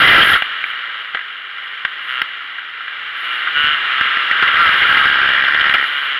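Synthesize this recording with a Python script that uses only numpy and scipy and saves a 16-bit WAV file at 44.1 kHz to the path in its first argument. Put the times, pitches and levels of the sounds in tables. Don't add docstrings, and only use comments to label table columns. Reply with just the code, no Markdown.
import sys
import numpy as np
from scipy import signal
from scipy.fft import rfft, irfft, next_fast_len
from scipy.io import wavfile
from scipy.ndimage import uniform_filter1d, minimum_filter1d

SR = 44100
rng = np.random.default_rng(int(sys.argv[2]) if len(sys.argv) > 2 else 0)


def wav_record(signal):
    frames = np.transpose(np.atleast_2d(signal))
    bounded = np.clip(frames, -1, 1)
    quanta = np.round(bounded * 32767).astype(np.int16)
    wavfile.write(sys.argv[1], SR, quanta)


N = 272979
TIME = np.arange(N) / SR

# time_s, level_db
PACK_LEVEL = [(0, -10), (.36, -16.5), (.45, -21.5), (.8, -25), (1.45, -27.5), (1.66, -25), (2.1, -25),
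              (2.75, -28.5), (3.17, -24), (3.26, -21), (3.46, -21), (3.62, -17.5), (4.28, -15.5),
              (5.0, -13.5), (5.8, -17.5), (6.19, -20.5)]


def from_db(db):
    return 10 ** (np.asarray(db) / 20)


def unit_rms(x):
    return x / np.sqrt(np.mean(x ** 2) + 1e-20)


def curves(rows, t=TIME):
    time_s, *columns = np.transpose(rows)
    return [np.interp(t, time_s, column) for column in columns]


def drift(rate_hz, size=N, hop=40):
    pole = np.exp(-2 * np.pi * rate_hz * hop / SR)
    noise = rng.standard_normal(size // hop + 4000)
    slow = signal.lfilter([1], [1, -2 * pole, pole * pole], noise)[2000:]
    return np.interp(np.arange(size) / hop, np.arange(len(slow)), unit_rms(slow))


def swell(start_s, end_s, attack_s, release_s):
    rise = np.clip(1 + (TIME - start_s) / attack_s, 0, 1)
    return rise * np.exp(-np.clip((TIME - end_s) / release_s, 0, 20))


def window(start_s, end_s, fade_s=.032):
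    inside_s = np.minimum(TIME - start_s, end_s - TIME)
    on = inside_s > -fade_s
    return on, np.clip(1 + inside_s[on] / fade_s, 0, 1)


def response(points, size=2048):
    fft_size = 2 * next_fast_len(N // 2 + 8192)
    bins_hz = np.maximum(np.arange(fft_size // 2 + 1) * SR / fft_size, 1)
    freq_hz, gain_db = np.transpose(points)
    magnitude = from_db(np.interp(np.log(bins_hz), np.log(freq_hz), gain_db))
    cepstrum = irfft(np.log(magnitude))
    cepstrum[0] /= 2
    return irfft(np.exp(2 * rfft(cepstrum[:size], fft_size)))[:size]


def through(x, impulse):
    return signal.oaconvolve(x, impulse)[:len(x)]


def resonance(x, hz, width_hz, gain_db):
    r = np.exp(-np.pi * width_hz / SR)
    ring = signal.lfilter([1, 0, -1], [1, -2 * r * np.cos(2 * np.pi * hz / SR), r * r], x + 1e-18)
    return x + (from_db(gain_db) - 1) * (1 - r * r) / 2 * ring


def camera_case():
    # freq_hz, gain_db
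    wall = [(30, -25.5), (150, -31), (400, -19.5), (900, -18), (1050, -7.5), (1250, -1), (2100, 0.5),
            (2560, -10), (2900, 0.5), (3400, -4), (4000, -9), (5200, -26), (7000, -11.5), (16000, -46)]
    # freq_hz, width_hz, gain_db
    modes = [(832, 85, 4.5), (1369, 100, 6), (1579, 73, 5.5), (1898, 284, 3.5), (2365, 74, 6.5),
             (2804, 270, 3), (3254, 46, 2), (4260, 24, -11), (4490, 82, 5.5), (4900, 31, -4),
             (5070, 56, 13.5), (5490, 59, 12.5)]
    impulse = response(wall)
    for freq_hz, width_hz, gain_db in modes:
        impulse = resonance(impulse, freq_hz, width_hz, gain_db)
    return impulse


def engine(firing_hz, rasp, uneven_db, wobble=.002, blow_s=.004, bark_hz=0, bark_s=.003, bark=0):
    size = len(firing_hz)
    cycles = rng.random() + np.cumsum(firing_hz * (1 + wobble * drift(24.4, size))) / SR
    nearest, last = np.round(cycles).astype(int), cycles.astype(int)
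    age_s = cycles % 1 / firing_hz
    strength = from_db(uneven_db * rng.standard_normal(nearest[-1] + 2))
    pulses = np.sinc((cycles - nearest) * SR / firing_hz) * strength[nearest]
    blow = np.exp(-age_s / blow_s) * strength[last] * rng.standard_normal(size)
    ring = np.exp(-age_s / bark_s) * strength[last] * np.sin(2 * np.pi * bark_hz * age_s)
    return np.sqrt(1 - rasp) * unit_rms(pulses) + np.sqrt(rasp) * unit_rms(blow) + bark * unit_rms(ring)


def own_bike(case, attack_s=.042, climb_hz_per_s=380):
    # time_s, firing_hz
    revs = [(4.9, 70.5), (5.42, 66.6), (5.56, 77.3), (5.74, 69.4), (5.86, 68)]
    # start_s, end_s, level_db
    throttle = [(0, 0.32, -11), (4.34, 4.753, -19), (4.9, 5.833, -12)]
    firing_hz, = curves(revs)
    gain, held_s = np.zeros(N), np.zeros(N)
    for start_s, end_s, level_db in throttle:
        gain += from_db(level_db) * swell(start_s, end_s, attack_s, release_s=.014)
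        held_s = np.where(TIME > start_s - attack_s, np.clip(TIME, start_s, end_s) - start_s, held_s)
    bark_hz = 1585 + climb_hz_per_s * held_s
    exhaust = engine(firing_hz, rasp=.55, uneven_db=2, wobble=.001,
                     bark_hz=bark_hz, bark_s=.0011, bark=.65)
    ground_echo = .13 * np.interp(TIME - .0037, TIME, exhaust)
    return gain * unit_rms(through(exhaust + ground_echo, case))


def pack(case, scatter_s=.012, size=2048):
    engines_hz = [78.46, 92.84, 117.74, 134.65, 143.46, 156.26, 171.6]
    out = np.zeros(N)
    for firing_hz in engines_hz:
        revs = drift(.5)
        buzz = engine(firing_hz * np.exp(.07 * revs), rasp=.15, uneven_db=1.6)
        echoes = rfft(rng.standard_normal(size) * np.exp(-TIME[:size] / scatter_s))
        scatter = irfft(echoes / np.abs(echoes))
        out += through(buzz, scatter) * from_db(revs + 2 * drift(1.56))
    return from_db(curves(PACK_LEVEL)[0]) * unit_rms(through(out, case))


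def struck_panel(case, ring_hz, width_hz, ring_db):
    body = resonance(case, ring_hz, width_hz, ring_db)
    return body / np.linalg.norm(body)


def clods(case, panels_hz=(1380, 1650, 2000, 3200), crumble_s=.0041, size=1024):
    # start_s, end_s, hits_per_s, size_db
    showers = [(0, 0.099, 380, -3.5), (0.125, 0.224, 460, -4), (0.271, 0.363, 300, -7),
               (4.398, 5.804, 55, -15.5)]
    rate_per_s, weight = 55, from_db(-32)
    for start_s, end_s, hits_per_s, size_db in showers:
        shower = swell(start_s, end_s, attack_s=.057, release_s=.012)
        rate_per_s += hits_per_s * shower
        weight += from_db(size_db) * shower
    out = np.zeros(N)
    for panel_hz in panels_hz:
        lands = rng.random(N) < rate_per_s / len(panels_hz) / SR
        hits = lands * weight * from_db(5.45 * rng.standard_normal(N))
        crumbs = through(hits, np.exp(-TIME[:size] / crumble_s)) * rng.standard_normal(N)
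        out += through(crumbs, struck_panel(case, panel_hz, width_hz=124, ring_db=10))
    return out


def spray(grains_per_s=5000, band_hz=(6500, 12500)):
    # start_s, end_s, level_db
    gusts = [(0, 0.333, -13.5), (.4, .45, -42), (.68, .71, -41), (1.64, 1.68, -49), (2.058, 2.18, -43),
             (3.22, 3.42, -40), (3.62, 3.72, -40), (4.566, 5.08, -32), (5.216, 5.62, -42),
             (5.72, 6.086, -35.5)]
    grains = (rng.random(N) < grains_per_s / SR) * rng.standard_normal(N)
    hiss = signal.sosfilt(signal.butter(2, band_hz, "band", fs=SR, output="sos"), grains)
    gust_gain = sum(from_db(level_db) * swell(start_s, end_s, attack_s=.075, release_s=.03)
                    for start_s, end_s, level_db in gusts)
    dust_gain = from_db(curves(PACK_LEVEL)[0] - 27.5)
    return np.hypot(gust_gain, dust_gain) * from_db(1.8 * drift(13)) * unit_rms(hiss)


def knocks(case, thump_hz=450, thump_s=.004, tick_hz=5000, tick_s=.003, size=4096):
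    # start_s, level_db, ring_hz, decay_s, thump_db
    blows = [(.422, 3.5, 2520, 0.0015, -32), (.64, -5.5, 2280, 0.0019, -60),
             (1.147, -11.5, 640, 0.0087, -28), (1.85, 1, 1910, 0.0038, -52),
             (2.217, 7.5, 2410, 0.0015, -25), (2.582, -16.5, 1600, .006, -60),
             (2.88, -16.5, 1760, .006, -60), (3.472, -11.5, 1420, 0.013, -60),
             (4.01, -1.5, 1630, 0.0031, -27), (4.171, -3, 1600, 0.0028, -29),
             (4.312, -2.5, 1870, 0.0051, -51), (4.424, 1, 1430, 0.012, -20), (4.83, -6, 2080, 0.0043, -45),
             (5.695, 2.5, 2210, 0.0043, -36), (5.739, 8, 1980, 0.0067, -43)]
    out, t = np.zeros(N + size), TIME[:size]
    for start_s, level_db, ring_hz, decay_s, thump_db in blows + rebounds():
        tick_db = -30 + 2.9 * level_db
        grit, shake = rng.standard_normal((2, size))
        panel = struck_panel(case, ring_hz, width_hz=310, ring_db=10.5)
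        crack = through(grit * np.exp(-t / decay_s), panel)
        thump = unit_rms(signal.lfilter(*signal.butter(1, thump_hz, fs=SR), shake)) * np.exp(-t / thump_s)
        tick = signal.lfilter(*signal.butter(2, tick_hz, "high", fs=SR), shake) * np.exp(-t / tick_s)
        at = round(start_s * SR)
        out[at:at + size] += from_db(level_db) * crack + from_db(thump_db) * thump + from_db(tick_db) * tick
    return out[:N]


def exhaust_pipe(x, hz=2000, pole=.787, stages=6):
    poles = [1, -2 * pole * np.cos(2 * np.pi * hz / SR), pole ** 2]
    return signal.sosfilt([poles[::-1] + poles] * stages, x)


def rival_exhaust(case, firing_hz, ring_hz, ring_db, octave_db, width_hz=170):
    buzz = exhaust_pipe(engine(firing_hz, rasp=.1, uneven_db=1.2, blow_s=.003))
    buzz = resonance(buzz, ring_hz, width_hz, ring_db)
    buzz = resonance(buzz, 2 * ring_hz, 2 * width_hz, octave_db)
    return unit_rms(through(buzz, case))


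def rivals(case):
    # start_s, end_s, first_firing_hz, last_firing_hz, flare_hz, level_db, ring_hz, ring_db
    bursts = [(.45, 1.05, 126, 101, 11, -30.5, 1900, 5), (1.34, 1.547, 99, 94, 0, -36, 1580, 9),
              (2.1, 2.19, 129, 125.3, 0, -20.5, 1380, 5), (2.261, 2.577, 116, 81, -0.5, -34.5, 1940, 7),
              (2.651, 3.078, 79.3, 85, 0, -36.5, 1500, -5), (3.238, 3.436, 120, 125, 2.5, -26, 1360, 5.5),
              (3.57, 3.735, 146, 150.5, 0, -12.5, 1445, 13), (3.9, 4.215, 127, 135, 3, -19.5, 1303, 11.5),
              (5.859, 6.187, 148, 132, 0, -21.5, 1500, 8)]
    out = np.zeros(N)
    for start_s, end_s, first_hz, last_hz, flare_hz, level_db, ring_hz, ring_db in bursts:
        on, fade = window(start_s, end_s)
        progress = np.clip((TIME[on] - start_s) / (end_s - start_s), 0, 1)
        firing_hz = first_hz + (last_hz - first_hz) * progress + flare_hz * np.sin(np.pi * progress)
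        exhaust = rival_exhaust(case, firing_hz, ring_hz, ring_db, octave_db=ring_db)
        out[on] += from_db(level_db) * fade * exhaust
    return out


def rebounds(count=3, gap_s=.0205, loss_db=3):
    # start_s, level_db, ring_hz, decay_s, thump_db
    first_bounce = (1.171, -12.5, 1650, .005, -55)
    start_s, level_db, *timbre = first_bounce
    return [(start_s + gap_s * k, level_db - loss_db * k, *timbre) for k in range(count)]


def closest_rival(case):
    # time_s, firing_hz, level_db
    run = [(4.34, 158, -19), (4.45, 161, -19), (4.51, 170, -19), (4.555, 162, -16.5), (4.601, 174, -7),
           (4.7, 157.5, -15.5), (4.77, 168, -22), (4.86, 163, -21.5), (4.91, 167, -18.5), (5.0, 159, -15),
           (5.06, 170, -20)]
    on, fade = window(run[0][0], run[-1][0])
    firing_hz, level_db = curves(run, TIME[on])
    exhaust = rival_exhaust(case, firing_hz, ring_hz=1280, ring_db=16, octave_db=3)
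    out = np.zeros(N)
    out[on] = from_db(level_db) * fade * exhaust
    return out


def saturate(x, overload=.62):
    return x / (1 + (x / overload) ** 4) ** .25


def limiter(x, ceiling=.7, size=64):
    gain = ceiling / np.maximum(np.abs(x), ceiling)
    return x * uniform_filter1d(minimum_filter1d(gain, size), size)


def scene():
    case = camera_case()
    engines = own_bike(case) + rivals(case) + closest_rival(case) + pack(case)
    return (engines + clods(case) + spray() + knocks(case))[None]


def record(dry, bias=.018, cutoff_hz=15850):
    # freq_hz, gain_db
    port = [(40, 1.5), (1500, -1), (3200, -0.5), (4200, -9), (5300, -17.5), (6000, -32), (6800, -29),
            (7400, -35), (8000, -45), (8900, -25), (11000, -15.5), (13000, -22), (16000, -15.5)]
    squashed = saturate(dry[0] + bias) - saturate(bias)
    dulled = through(squashed, response(port))
    dc_free = signal.sosfilt(signal.butter(1, 20, "high", fs=SR, output="sos"), dulled)
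    lowpass = signal.ellip(10, .1, 80, cutoff_hz, fs=SR, output="sos")
    return signal.sosfilt(lowpass, limiter(dc_free))[None]


dry = scene()
out = record(dry)
wav_record(out)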